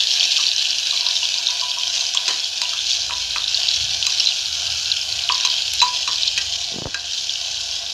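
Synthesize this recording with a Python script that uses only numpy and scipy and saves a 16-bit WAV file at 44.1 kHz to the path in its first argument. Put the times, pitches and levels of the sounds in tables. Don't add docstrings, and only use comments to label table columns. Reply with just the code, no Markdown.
import sys
import numpy as np
from scipy import signal
from scipy.fft import rfft, irfft, next_fast_len
from scipy.io import wavfile
from scipy.ndimage import uniform_filter1d, minimum_filter1d, map_coordinates

SR = 44100
rng = np.random.default_rng(int(sys.argv[2]) if len(sys.argv) > 2 else 0)


def digitize_waveform(pressure):
    field = np.atleast_2d(pressure).T
    bounded = np.clip(field, -1, 1)
    quanta = np.round(bounded * 32767).astype(np.int16)
    wavfile.write(sys.argv[1], SR, quanta)


N = 349713

# t/s, relative level/dB
BOIL = [(0, -18.5), (.8, -21.5), (1.6, -24), (2.6, -25.5), (4.7, -24.5), (6.3, -24.5), (6.6, -26.5),
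        (7.93, -28.5)]
# t/s, relative level/dB, pitch/Hz
POPS = [(0.2079, 0, 3110), (0.466, -1, 4320), (0.5152, -7.5, 3800), (0.594, -8, 4030), (1.065, -3, 4000),
        (1.469, -4, 3880), (1.486, -8.5, 3700), (1.612, -11, 4800), (2.172, -3, 3250), (2.9153, -9, 3500),
        (3.441, -9.5, 3720), (3.5446, -1, 4240), (3.6875, -1, 4260), (4.026, -9, 3150), (4.1979, -3, 5300),
        (4.26, -7.5, 4040), (4.2705, 2, 4020), (4.9162, -0.5, 4090), (5.29, -5, 3020), (5.3216, -2, 4700),
        (5.8024, 1, 3940), (6.2323, -5, 3900), (6.278, -2, 4070), (7.294, -9, 3420)]


def amp(db):
    return 10 ** (np.asarray(db) / 20)


def unit(x):
    return x / np.sqrt(np.mean(x ** 2) + 1e-20)


def noise():
    return rng.standard_normal(N)


def decay(t, t60_s):
    return amp(-60 * t / t60_s)


def curves(rows):
    knot_s, *columns = np.transpose(rows)
    return [np.interp(np.arange(N) / SR, knot_s, c) for c in columns]


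def swell(s, half_s):
    return np.exp(-np.minimum(((np.arange(N) / SR - s) / half_s) ** 2, 20))


def wobble(rate):
    steps = np.arange(0, N + 32, 32)
    knots = rng.standard_normal(int(N * rate / SR) + 4)
    smooth = map_coordinates(knots, [steps * rate / SR])
    return np.interp(np.arange(N), steps, smooth)


def filtered(x, response):
    m = next_fast_len(len(x) + 8192)
    hz = np.fft.rfftfreq(m, 1 / SR)
    return irfft(rfft(x, m) * response(hz), m)[:len(x)]


def coloured(x, points):
    f, db = np.transpose(points)
    return filtered(x, lambda hz: amp(np.interp(np.log(hz + 1), np.log(f), db)))


def resonant(x, modes):
    def response(f):
        return sum(amp(db) * (1j * f * w / (c * c - f * f + 1j * f * w)) ** 2 for c, w, db in modes)
    return filtered(x, response)


def narrow(centre_hz, half_width_hz):
    lowpass = signal.butter(2, half_width_hz, fs=SR, output="sos")
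    slow = signal.sosfilt(lowpass, rng.standard_normal((2, N)))
    phase = 2 * np.pi * np.cumsum(centre_hz * np.ones(N)) / SR
    return unit(slow[0] * np.cos(phase) + slow[1] * np.sin(phase))


def add(track, s, sound):
    place = track[max(round(s * SR), 0):][:len(sound)]
    place += sound[:len(place)]


def crackle(count, size_db):
    total = count * N // SR
    size = amp(size_db * np.minimum(rng.exponential(size=total), 4))
    sign = rng.choice([-1, 1], total)
    return unit(np.bincount(rng.integers(N, size=total), size * sign, N))


def echoes(x, t60, wet_db):
    t = np.arange(SR // 3) / SR
    tail = rng.standard_normal(len(t)) * decay(t, t60) * (t > .001)
    return x + amp(wet_db) * signal.fftconvolve(x, tail / np.linalg.norm(tail))[:N]


def frying():
    # peak t/s, half length/s, coarse rise/dB, fine rise/dB
    flares = [(1.23, .12, 1.37, 2.5), (1.981, .12, 2, 5), (2.333, .1, 1, 3), (2.921, .1, 2.5, 4.5),
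              (3.683, .17, 4.5, 4.5), (4.199, .11, 2.5, 3), (5.47, .16, 3, -1.5), (6.27, .1, 1.5, -1),
              (7.271, .14, 1.5, 1)]
    # t/s, level/dB
    mist = [(0, -47), (1.3, -49.5), (2.8, -51.6), (3.8, -50.5), (5.1, -49), (6.3, -53.5), (7.93, -54)]
    fine_db, fine_db_per_s = -4.5, 0.41
    dip_db = -7 * swell(6.91, half_s=.16)
    coarse = curves(BOIL)[0] + dip_db
    fine = coarse + fine_db + fine_db_per_s * np.arange(N) / SR
    for s, half_s, coarse_rise_db, fine_rise_db in flares:
        hump = swell(s, half_s)
        coarse = coarse + coarse_rise_db * hump
        fine = fine + fine_rise_db * hump
    return coarse, fine, curves(mist)[0] + dip_db


def sizzle(coarse_db, fine_db, spray_db):
    # f/Hz, gain/dB
    coarse_colour = [(200, -49), (500, -29), (1300, -28.5), (2050, -23.5), (2330, -11), (2570, -5),
                     (2780, -4), (3100, 1.5), (3550, -2), (4000, 0.5), (4500, -2.5), (5500, -26),
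                     (8000, -45.5)]
    fine_colour = [(2500, -35.5), (3900, -21.5), (4600, -2), (5200, 1.5), (5700, -1), (6300, -2.5),
                   (7300, -11), (8100, -23.5), (15500, -55)]
    spray_colour = [(5000, -50), (7000, -5), (8500, -2.5), (10000, -4.5), (11500, -5), (13000, -12),
                    (15500, -37)]
    sputter_db = 1.0 * wobble(280) + 1.15 * wobble(80) + .6 * wobble(14)
    ticks = crackle(count=2200, size_db=4.3)
    coarse = unit(coloured(ticks + amp(-1) * noise(), coarse_colour))
    coarse = amp(coarse_db - 1.68 + sputter_db) * coarse
    fine = unit(coloured(ticks + amp(4.5) * noise(), fine_colour))
    fine = amp(fine_db - 1.93 + 1.05 * sputter_db) * fine
    spray = unit(coloured(crackle(count=2500, size_db=3) + amp(1) * noise(), spray_colour))
    spray = amp(spray_db + 0.28 * sputter_db + 0.68 * wobble(12)) * spray
    return shifting(coarse + fine, depth_db=2.1) + spray


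def shifting(x, depth_db):
    z = signal.stft(x, nperseg=512)[2]
    field = uniform_filter1d(rng.standard_normal(z.shape), size=2, axis=0)
    field = uniform_filter1d(field, size=16, axis=1)
    return signal.istft(z * amp(depth_db * unit(field)), nperseg=512)[1][:N]


def pops(level_db):
    rows = np.vstack([POPS, small_pops(level_db)])
    s, db, pitch_hz = rows.T
    cycles = 1.8 * np.exp(.15 * rng.standard_normal(len(s)))
    ring = bursts(s + .0008, pitch_hz, amp(db + 2), cycles)
    spit, t = np.zeros(N), np.arange(SR // 25) / SR
    for start_s, level, _ in rows:
        add(spit, start_s, amp(level - 6) * decay(t, .018) * rng.standard_normal(len(t)))
    burst = coloured(ring + spit, [(1000, -36), (2000, -20), (2700, -0.5), (5500, 2.0),
                                   (7000, -7.5), (8200, -48), (15000, -50)])
    return echoes(burst, t60=.035, wet_db=-11)


def small_pops(level_db):
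    count, over_frying_db, spread_db = 110, 12, 0.5
    median_hz, spread_octaves = 4150, 0.26
    chain_s, chain_loss_db = .035, 10
    odds = np.cumsum(amp(level_db))
    draws = (np.arange(count) + rng.random(count)) / count
    at = np.searchsorted(odds, odds[-1] * draws)
    loud_s, loud_db, _ = np.transpose(POPS)
    s = np.concatenate([at / SR, loud_s + chain_s * rng.random(len(POPS))])
    db = np.concatenate([level_db[at] + over_frying_db, loud_db - chain_loss_db])
    size, pitch = np.clip(rng.standard_normal((len(s), 2)), -2, 2).T
    return np.column_stack([s, db + spread_db * size, median_hz * 2 ** (spread_octaves * pitch)])


def bursts(times, pitch_hz, size, cycles):
    n = np.arange(220)
    turns = pitch_hz[:, None] * n / SR
    age = turns / cycles[:, None]
    envelope = size[:, None] * age * np.exp(1 - age)
    waves = envelope * np.sin(2 * np.pi * (turns + rng.random((len(times), 1))))
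    at = (times * SR).astype(int)[:, None] + n
    return np.bincount(at.ravel(), waves.ravel(), N)[:N]


def pot():
    # t/s, f/Hz, level against BOIL/dB
    upper_tone = [(0, 1695, -26), (1.6, 1560, -22.5), (3.9, 1588, -23), (4.5, 1512, -20),
                  (5.3, 1526, -22.5), (6.2, 1597, -25.5), (7.93, 1578, -20)]
    # f/Hz, half-width/Hz, level/dB
    fixed_tones = [(690, 18, -54.5), (718, 81, -52), (1068, 54, -58.5), (1963, 13, -60)]
    upper_hz, share_db = curves(upper_tone)
    steady = sum(amp(db) * narrow(hz, half_width) for hz, half_width, db in fixed_tones)
    steady = amp(2.8 * wobble(12)) * steady
    upper_db = curves(BOIL)[0] + share_db + 1.34 * wobble(12)
    return steady + amp(upper_db) * narrow(upper_hz, half_width_hz=137)


def fork():
    # t/s, relative level/dB, favoured pitch/Hz
    knocks = [(.387, -23.5, 1220), (.925, -29, 1130), (1.064, -26.5, 1040), (1.487, -30, 1010),
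              (1.618, -20, 980), (1.772, -25.5, 1040), (2.149, -25.5, 1110), (2.283, -22.5, 1040),
              (2.618, -22.5, 950), (2.73, -24.5, 1320), (3.097, -22.5, 1220), (3.113, -22.5, 970),
              (3.36, -17.5, 1290), (4.069, -30, 1130), (5.297, -12, 1080), (5.449, -21, 1050),
              (5.817, -4, 985), (6.076, -18.5, 1140), (6.375, -18, 1850), (6.945, -15.5, 1610)]
    # f/Hz, level/dB, t60/s
    jar_modes = [(696, -7, 0.15), (958, 3, 0.085), (993, -1, 0.29), (1071, -2, 0.2), (1136, -2.5, 0.13),
                 (1200, -4, 0.092), (1328, -2.5, 0.079), (1503, 1, 0.062), (1606, -0.5, 0.13),
                 (1785, -5, 0.09), (1946, -5, 0.16), (2350, -1, .1), (2610, 14, 0.13), (3120, 3, .08),
                 (4000, 10, .1)]
    # t/s, relative level/dB, favoured pitch/Hz, scrape t60/s, relative clatter level/dB
    clinks = [(2.148, -10.5, 7000, 0.024, -33.5), (2.28, -7, 5000, 0.12, -11.5),
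              (2.617, -7.5, 5070, 0.033, -28), (3.108, -17, 3000, 0.055, -11), (3.361, -12, 2600, .03, -18),
              (4.067, -1, 5200, 0.0091, -44), (5.297, -10, 2575, 0.0083, -15), (5.45, -4, 4930, 0.061, -25),
              (5.736, -11.5, 11500, .012, -27), (5.8163, 2.5, 4050, 0.015, -28),
              (5.824, -8.5, 7000, .03, -21), (6.076, -11, 4000, 0.066, -15), (6.377, -7, 3120, 0.065, -21),
              (6.944, -11.5, 4440, 0.034, -22)]
    # f/Hz, level/dB, t60/s
    fork_modes = [(2553, 15.5, 0.015), (3990, 3, 0.056), (4960, 7.5, 0.01), (6380, 5.5, 0.021),
                  (6800, -11, .03), (7380, 3.5, 0.014), (9040, -13, 0.013), (11260, -15, 0.018)]
    wall, tines, t = np.zeros(N), np.zeros(N), np.arange(SR // 4) / SR
    taps = [(s, -33, 800) for s in rng.uniform(1, 2.2, 14)]
    for s, db, favoured_hz in list(knocks) + taps:
        add(wall, s, amp(db) * struck(jar_modes, favoured_hz, octaves=0.17, attack_s=.0005))
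    for s, db, favoured_hz, scrape_t60_s, clatter_db in clinks:
        grit = unit(coloured(rng.standard_normal(len(t)), [(800, -42), (1800, -19), (2600, 8.5),
                                                           (6500, 6), (8500, -13), (15000, -34)]))
        clatter = unit(coloured(rng.standard_normal(len(t)), [(100, -24), (330, -1.5), (1000, -0.5),
                                                              (2000, 3.0), (4000, -39)]))
        add(tines, s, amp(db + 3) * struck(fork_modes, favoured_hz, octaves=.4, attack_s=.0003))
        add(tines, s, amp(db - 10) * decay(t, scrape_t60_s) * grit)
        add(wall, s, amp(db + clatter_db - 11.5) * decay(t, 0.34) * clatter)
    tines = coloured(tines, [(500, -28), (1500, 14.5), (2300, 1)])
    return echoes(wall, t60=.36, wet_db=-10) + echoes(tines, t60=0.24, wet_db=-10.5)


def struck(modes, favoured_hz, octaves, attack_s):
    t = np.arange(SR // 4) / SR
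    hz, db, t60 = np.transpose(modes)[:, :, None]
    nearness = 1 / (1 + (np.log2(hz / favoured_hz) / octaves) ** 2)
    level, detune, phase = rng.standard_normal((3, len(modes), 1))
    strength = nearness * amp(db + 0.92 * level)
    tone = np.sin(2 * np.pi * hz * (1 + .003 * detune) * t + np.pi * phase)
    ring = (strength * decay(t, t60) * tone).sum(0)
    return ring * (1 - np.exp(-t / attack_s)) * amp(-3.0) / np.linalg.norm(strength)


def scrapes():
    # peak t/s, half length/s, level/dB
    drags = [(4.144, 0.031, -26), (5.402, .035, -24.5), (6.07, 0.013, -26), (7.168, 0.044, -23.5)]
    # f/Hz, stage bandwidth/Hz, gain/dB
    steel_tones = [(1680, 570, -17.5), (3900, 500, -1), (4750, 310, -8), (5720, 340, 1.5)]
    pressure = sum(amp(db) * swell(s, half_s) for s, half_s, db in drags)
    return pressure * unit(resonant(crackle(count=1500, size_db=11.5), steel_tones))


def bumps():
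    # t/s, relative level/dB, push time constant/s, upper band edge/Hz
    pushes = [(6.72, -28, 0.0015, 500), (6.742, -21.5, 0.0012, 497), (6.761, -17.5, 0.0013, 550),
              (6.785, -17, 0.0015, 900), (6.8205, -16.5, 0.0018, 1300), (6.8565, -13, 0.0014, 1580),
              (6.8614, -20.5, 0.0046, 250), (6.87, -18.5, 0.00064, 1390)]
    track, t = np.zeros(N), np.arange(SR // 15) / SR
    for s, db, length_s, dull_hz in pushes:
        push = (1 - t / length_s) * np.exp(-t / length_s)
        low_hz = min(0.17 / length_s, dull_hz / 2)
        band = signal.butter(2, [low_hz, dull_hz], "bandpass", fs=SR, output="sos")
        rub = unit(coloured(rng.standard_normal(len(t)), [(80, -20), (190, 4), (450, 0),
                                                          (900, -8), (3000, -52)]))
        rub_envelope = decay(t, 0.1) * (1 - np.exp(-t / 0.0038))
        add(track, s, amp(db + 4.0) * signal.sosfilt(band, push))
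        add(track, s - .005, amp(db - 14.5) * rub_envelope * rub)
    return track


def drone():
    # f/Hz, half stage bandwidth/Hz, gain/dB
    rumble_tones = [(79.5, 5.6, 3.5), (115.5, 19, -6)]
    # peak t/s, half length/s, rumble rise/dB, hum rise/dB
    swells = [(3.25, 0.45, 5, 13.5), (3.9, 0.18, 12.5, 11), (4.703, 0.22, 10, -1), (5.15, 0.11, 10, 3),
              (5.77, .1, 5, 13), (6.45, .28, 5, 10.5), (7.55, 0.14, 6, 4)]
    start_s, rise_s, off_db, on_db = 2.7, .3, -63, -55.5
    hum_hz, hum_base_db = 56.7, -59.5
    on = np.clip((np.arange(N) / SR - start_s) / rise_s, 0, 1)
    rumble_db = off_db + on * (on_db - off_db)
    rumble_db = rumble_db + sum(db * swell(s, half_s) for s, half_s, db, _ in swells)
    hum_db = hum_base_db + sum(db * swell(s, half_s) for s, half_s, _, db in swells)
    phase = 2 * np.pi * np.cumsum(hum_hz + wobble(5.6)) / SR
    hum = on * amp(hum_db + 2.4 * wobble(7)) * np.sin(phase)
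    tones = resonant(noise(), [(hz, 2 * half, db) for hz, half, db in rumble_tones])
    rumble = unit(coloured(tones, [(36, -16), (52, -0.5), (200, -1.0), (500, -12)]))
    return amp(rumble_db) * rumble + hum


def kitchen():
    # f/Hz, gain/dB
    bed_colour = [(20, -13), (60, 2), (120, -3), (250, -6), (500, -3.5), (900, 5), (3000, -61)]
    # f/Hz, stage bandwidth/Hz, gain/dB
    room_modes = [(227.6, 33, -2.5), (336.3, 26, 5), (482, 46, 3.5)]
    hollow = amp(-64.0 + 2.0 * wobble(5)) * unit(resonant(noise(), room_modes))
    return hollow + amp(-53) * unit(coloured(noise(), bed_colour))


def scene():
    coarse_db, fine_db, spray_db = frying()
    food = sizzle(coarse_db, fine_db, spray_db) + pops(coarse_db) + pot()
    handling = fork() + scrapes() + bumps()
    return (food + handling + drone() + kitchen())[None]


def record(dry):
    ceiling, top_hz = .78, 15700
    needed = np.minimum(1, ceiling / (np.abs(dry[0]) + 1e-9))
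    gain = uniform_filter1d(minimum_filter1d(needed, size=90), size=60)
    return filtered(dry[0] * gain, lambda hz: hz < top_hz)[None]


dry = scene()
out = record(dry)
digitize_waveform(out)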